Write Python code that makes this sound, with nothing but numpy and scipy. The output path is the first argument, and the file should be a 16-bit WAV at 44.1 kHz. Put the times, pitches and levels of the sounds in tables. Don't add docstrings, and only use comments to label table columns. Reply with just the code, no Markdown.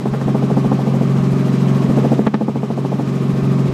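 import sys
import numpy as np
from scipy import signal
from scipy.io import wavfile
from scipy.ndimage import uniform_filter1d

SR = 44100
rng = np.random.default_rng(int(sys.argv[2]) if len(sys.argv) > 2 else 0)


def transcribe(u):
    v = np.clip(np.atleast_2d(u).T, -1, 1)
    q = np.round(v * 32767).astype(np.int16)
    wavfile.write(sys.argv[1], SR, q)


N = 164493

# (time [s], firing rate [firings per second])
FIRING_RATE = [(0, 136.05), (.8, 136.1), (1.2, 136.38), (2.15, 136.33), (2.4, 136.9), (3.0, 136.95),
               (3.25, 136.4), (3.73, 136.3)]
CYLINDERS = 6
# (time [s], level [dB])
DRONE_LEVEL = [(0, -7), (.3, -0.9), (.6, 0), (1.0, -.5), (1.35, 0.5), (1.9, 1.5), (2.15, -2), (2.45, -4),
               (2.9, -2.5), (3.2, -2.5), (3.5, 1), (3.73, -0.8)]
# (multiple of the four-stroke cycle rate, level before the drone curve [dB rms])
ENGINE_ORDERS = [(6, -17.5), (7, -31), (8, -23.5), (9, -25.5), (10, -26), (11, -36), (12, -30), (13, -39),
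                 (15, -41), (16, -38.5), (17, -30), (18, -36.5), (21, -52), (27, -41.5), (28, -47),
                 (36, -53.5), (48, -44), (51, -48), (54, -50), (57, -57), (68, -56), (78, -55.5), (81, -66),
                 (102, -60), (108, -61)]
ORDER_SCATTER_RAD = 1
FIRING_FLUTTER, ORDER_FLUTTER = 0.13, 0.25
FLUTTER_HZ = 6.4
DRONE_CHOP_DB = 0.5

# (frequency at mean engine speed [Hz], level before GEAR_LIFT_DB [dB rms])
GEAR_WHINES = [(5335, -72), (5545, -68), (6772, -71), (8210, -91), (8500, -84), (8619, -72)]
GEAR_LIFT_DB, GEAR_FLUTTER = 3, 0.4

BLADE_HZ, FIRST_SWISH_S = 13.62, 0.076
# (frequency [Hz], relative density [dB per Hz])
RUSH_SPECTRUM = [(25, -38), (60, -36), (100, -10), (150, -4.5), (200, -2.1), (260, -5.5), (330, -8.5),
                 (410, -7.5), (520, -14.5), (700, -16.5), (900, -20), (1150, -20), (1500, -28.5),
                 (2000, -29), (2500, -30.5), (4000, -36), (6500, -41.5), (8000, -43.5), (10000, -52.5),
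                 (12500, -49.5), (15000, -57.5)]
RUSH_DB = -24.5
# (time [s], level [dB])
RUSH_LEVEL = [(0, -2), (.4, -0.13), (.8, 0.4), (1.3, 1), (1.95, 3), (2.3, 0), (2.8, -0.4), (3.2, -0.9),
              (3.73, 0.7)]
# (frequency [Hz], swing either way [dB])
BLADE_SWELL = [(100, 3.2), (300, 2.5), (700, 1), (2000, 1), (4500, 1.2), (8000, 2.5), (12000, 3)]

# (time [s], strength [dB], low-pass edge [Hz], extra level of side crossings and whop [dB])
BLADE_SLAPS = [(.058, 0, 940, -2.5), (.139, -5.5, 2180, -1), (0.214, -5.5, 2000, -5.5), (.281, 1, 890, -4),
               (0.349, 1.5, 970, -2.5), (.425, -4, 810, 4), (.502, -1.5, 780, 1.5), (.571, 0.5, 950, 0),
               (.646, 0, 844, -1), (.718, 3.5, 1000, -2.5), (0.793, -2, 880, 1), (0.869, -4.5, 830, 2),
               (.940, -2, 720, -2), (1.011, -1.5, 680, -3), (1.898, 2, 550, -2), (1.975, -0.5, 685, 4.5),
               (2.046, 1.5, 740, 3.5), (2.120, 4, 720, 2), (2.192, 9, 690, -14), (2.2698, 11.5, 2800, -7),
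               (2.3429, 10, 3200, -9), (2.411, 7, 825, -4), (2.484, 5.5, 960, -3.5), (2.558, 3, 900, -3.5),
               (2.632, 1, 1000, -7.5), (2.703, -1, 970, -2.5), (2.777, -2, 950, -1.5),
               (2.850, 1, 950, -3.5), (2.921, -4, 900, 3.5), (2.996, 0, 880, -3)]
# (delay [ms], share of the main pulse [gain])
SIDE_CROSSINGS = [(-3.5, 0.54), (4, 0.6), (8, 0.83), (11.5, 0.45)]
CROSSING_JITTER_MS = 0.22
# (frequency [Hz], level [dB], ring time to -60 dB [s])
CABIN_MODES = [(208.3, -8, 0.12), (303.7, -14.5, 0.041), (419, -11.5, 0.047), (540, -29.5, 0.016),
               (675, -19.5, 0.035), (820, -15.5, 0.018), (1008, -15.5, 0.0075), (1176, -22.5, 0.017),
               (1530, -24.5, 0.017), (1744, -24.5, 0.014), (2460, -20.5, 0.003)]
SCATTER_DB, SCATTER_RISE_S = -27, 0.0026
WHOP_DB, WHOP_START_HZ, WHOP_END_HZ = -21, 1000, 405.4
WHOP_S, WHOP_LEAD_S = 0.0288, 0.00584

# (time [s], level before the band filter [dB])
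DULL_THUMPS = [(0.109, -15), (0.257, -15), (.665, -14.5), (1.196, -16), (1.232, -20), (1.328, -13),
               (1.888, -11), (2.192, -22), (3.329, -16), (3.428, -14), (3.692, -14)]
THUMP_HZ, THUMP_T60_S = 69.4, 0.028

DUCK_ABOVE_DB, DUCK_RELEASE_DB_PER_S, DUCK_WINDOW_S = -7.5, 7.5, 0.008
CEILING, CUTOFF_HZ = 0.68, 15100


def from_db(db):
    return 10 ** (np.asarray(db) / 20)


def rms_one(x):
    return x / np.sqrt(np.mean(x ** 2) + 1e-20)


def in_time(rows):
    return np.interp(np.arange(N) / SR, *np.transpose(rows))


def at_hz(points, hz):
    f, value = np.transpose(points)
    return np.interp(np.log(hz), np.log(f), value)


def drift(rate_hz):
    step = 40
    pole = np.exp(-2 * np.pi * rate_hz * step / SR)
    noise = rng.standard_normal(N // step + 2002)
    slow = signal.lfilter([1], [1, -2 * pole, pole * pole], noise)[2000:]
    return np.interp(np.arange(N) / step, np.arange(len(slow)), rms_one(slow))


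def ring(t, hz, t60):
    return np.sin(2 * np.pi * hz * t) * np.exp(-np.log(1000) * t / t60)


def add(out, s, sound):
    i = max(int(s * SR), 0)
    out[i:i + len(sound)] += sound[:max(N - i, 0)]


def tone(phase, flutter):
    in_step = (1 + flutter * drift(FLUTTER_HZ)) * np.cos(phase)
    quarter_turn = flutter * drift(FLUTTER_HZ) * np.sin(phase)
    return np.sqrt(2) * (in_step + quarter_turn) / np.sqrt(1 + 2 * flutter ** 2)


def blade_cycle():
    return np.cos(2 * np.pi * BLADE_HZ * (np.arange(N) / SR - FIRST_SWISH_S))


def engine(firing_phase):
    out = 0
    for multiple, db in ENGINE_ORDERS:
        phase = multiple * firing_phase / CYLINDERS + ORDER_SCATTER_RAD * rng.standard_normal()
        flutter = FIRING_FLUTTER if multiple == CYLINDERS else ORDER_FLUTTER
        out = out - from_db(db) * tone(phase, flutter)
    return out * from_db(in_time(DRONE_LEVEL) + DRONE_CHOP_DB * blade_cycle())


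def gears():
    speed = in_time(FIRING_RATE)
    turn = 2 * np.pi * np.cumsum(np.sqrt(speed / speed.mean())) / SR
    return sum(from_db(db + GEAR_LIFT_DB) * tone(hz * turn, GEAR_FLUTTER) for hz, db in GEAR_WHINES)


def rush(patchy_db):
    blade = blade_cycle()
    edges = 20 * 2 ** (np.arange(30) / 3)
    white = rng.standard_normal((2, N))
    out = 0
    for k, (low, high) in enumerate(zip(edges, edges[1:])):
        band_pass = signal.butter(2, [low, high], "band", fs=SR, output="sos")
        band = signal.sosfilt(band_pass, white[k % 2])
        hz = np.sqrt(low * high)
        swell_db = at_hz(BLADE_SWELL, hz) * blade
        out = out + band * from_db(at_hz(RUSH_SPECTRUM, hz) + swell_db + patchy_db * drift(21))
    return rms_one(out) * from_db(RUSH_DB + in_time(RUSH_LEVEL))


def whop(t):
    along = np.clip(t / WHOP_S, 0, 1)
    hz = WHOP_START_HZ * (WHOP_END_HZ / WHOP_START_HZ) ** np.sqrt(along)
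    hz = hz * (1 + 0.0666 * rng.standard_normal())
    return from_db(WHOP_DB) * np.sin(np.pi * along) * np.sin(2 * np.pi * np.cumsum(hz) / SR)


def high_pass(x, edge_hz):
    return signal.sosfilt(signal.butter(4, edge_hz, "high", fs=SR, output="sos"), x)


def slaps():
    t, out = np.arange(SR // 8) / SR, np.zeros(N)
    cabin = sum(from_db(db) * ring(t, hz, t60) for hz, db, t60 in CABIN_MODES)
    scatter_shape = t / SCATTER_RISE_S * np.exp(1 - t / SCATTER_RISE_S)
    for s, db, sharp_hz, side_db in BLADE_SLAPS:
        scatter = from_db(SCATTER_DB) * rng.standard_normal(len(t)) * scatter_shape
        dulling = signal.butter(4, sharp_hz, fs=SR, output="sos")
        pulse = from_db(db) * signal.sosfilt(dulling, cabin + scatter)
        add(out, s, pulse)
        add(out, s - WHOP_LEAD_S, from_db(db + side_db) * whop(t))
        for delay_ms, share in SIDE_CROSSINGS:
            delay_s = (delay_ms + CROSSING_JITTER_MS * rng.standard_normal()) / 1000
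            add(out, s + delay_s, share * from_db(side_db) * pulse)
    return high_pass(out, edge_hz=164.6)


def thumps():
    t, out = np.arange(SR // 8) / SR, np.zeros(N)
    for s, db in DULL_THUMPS:
        add(out, s, from_db(db) * ring(t, THUMP_HZ, THUMP_T60_S))
    return signal.sosfilt(signal.butter(2, [32, 220], "band", fs=SR, output="sos"), out)


def scene():
    firing_phase = 2 * np.pi * np.cumsum(in_time(FIRING_RATE)) / SR
    mix = engine(firing_phase) + gears() + rush(patchy_db=1.0) + slaps() + thumps()
    return mix[None]


def record(dry):
    window = int(DUCK_WINDOW_S * SR)
    power = np.abs(uniform_filter1d(dry[0] ** 2, window))
    over_db = np.maximum(10 * np.log10(power + 1e-12) - DUCK_ABOVE_DB, 0)
    recovery = DUCK_RELEASE_DB_PER_S * np.arange(N) / SR
    duck_db = np.maximum.accumulate(over_db + recovery) - recovery
    x = dry * from_db(-uniform_filter1d(duck_db, window // 2))
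    x = x / (1 + (x / CEILING) ** 8) ** (1 / 8)
    return signal.sosfilt(signal.ellip(12, 0.1, 90, CUTOFF_HZ, fs=SR, output="sos"), x)


dry = scene()
out = record(dry)
transcribe(out)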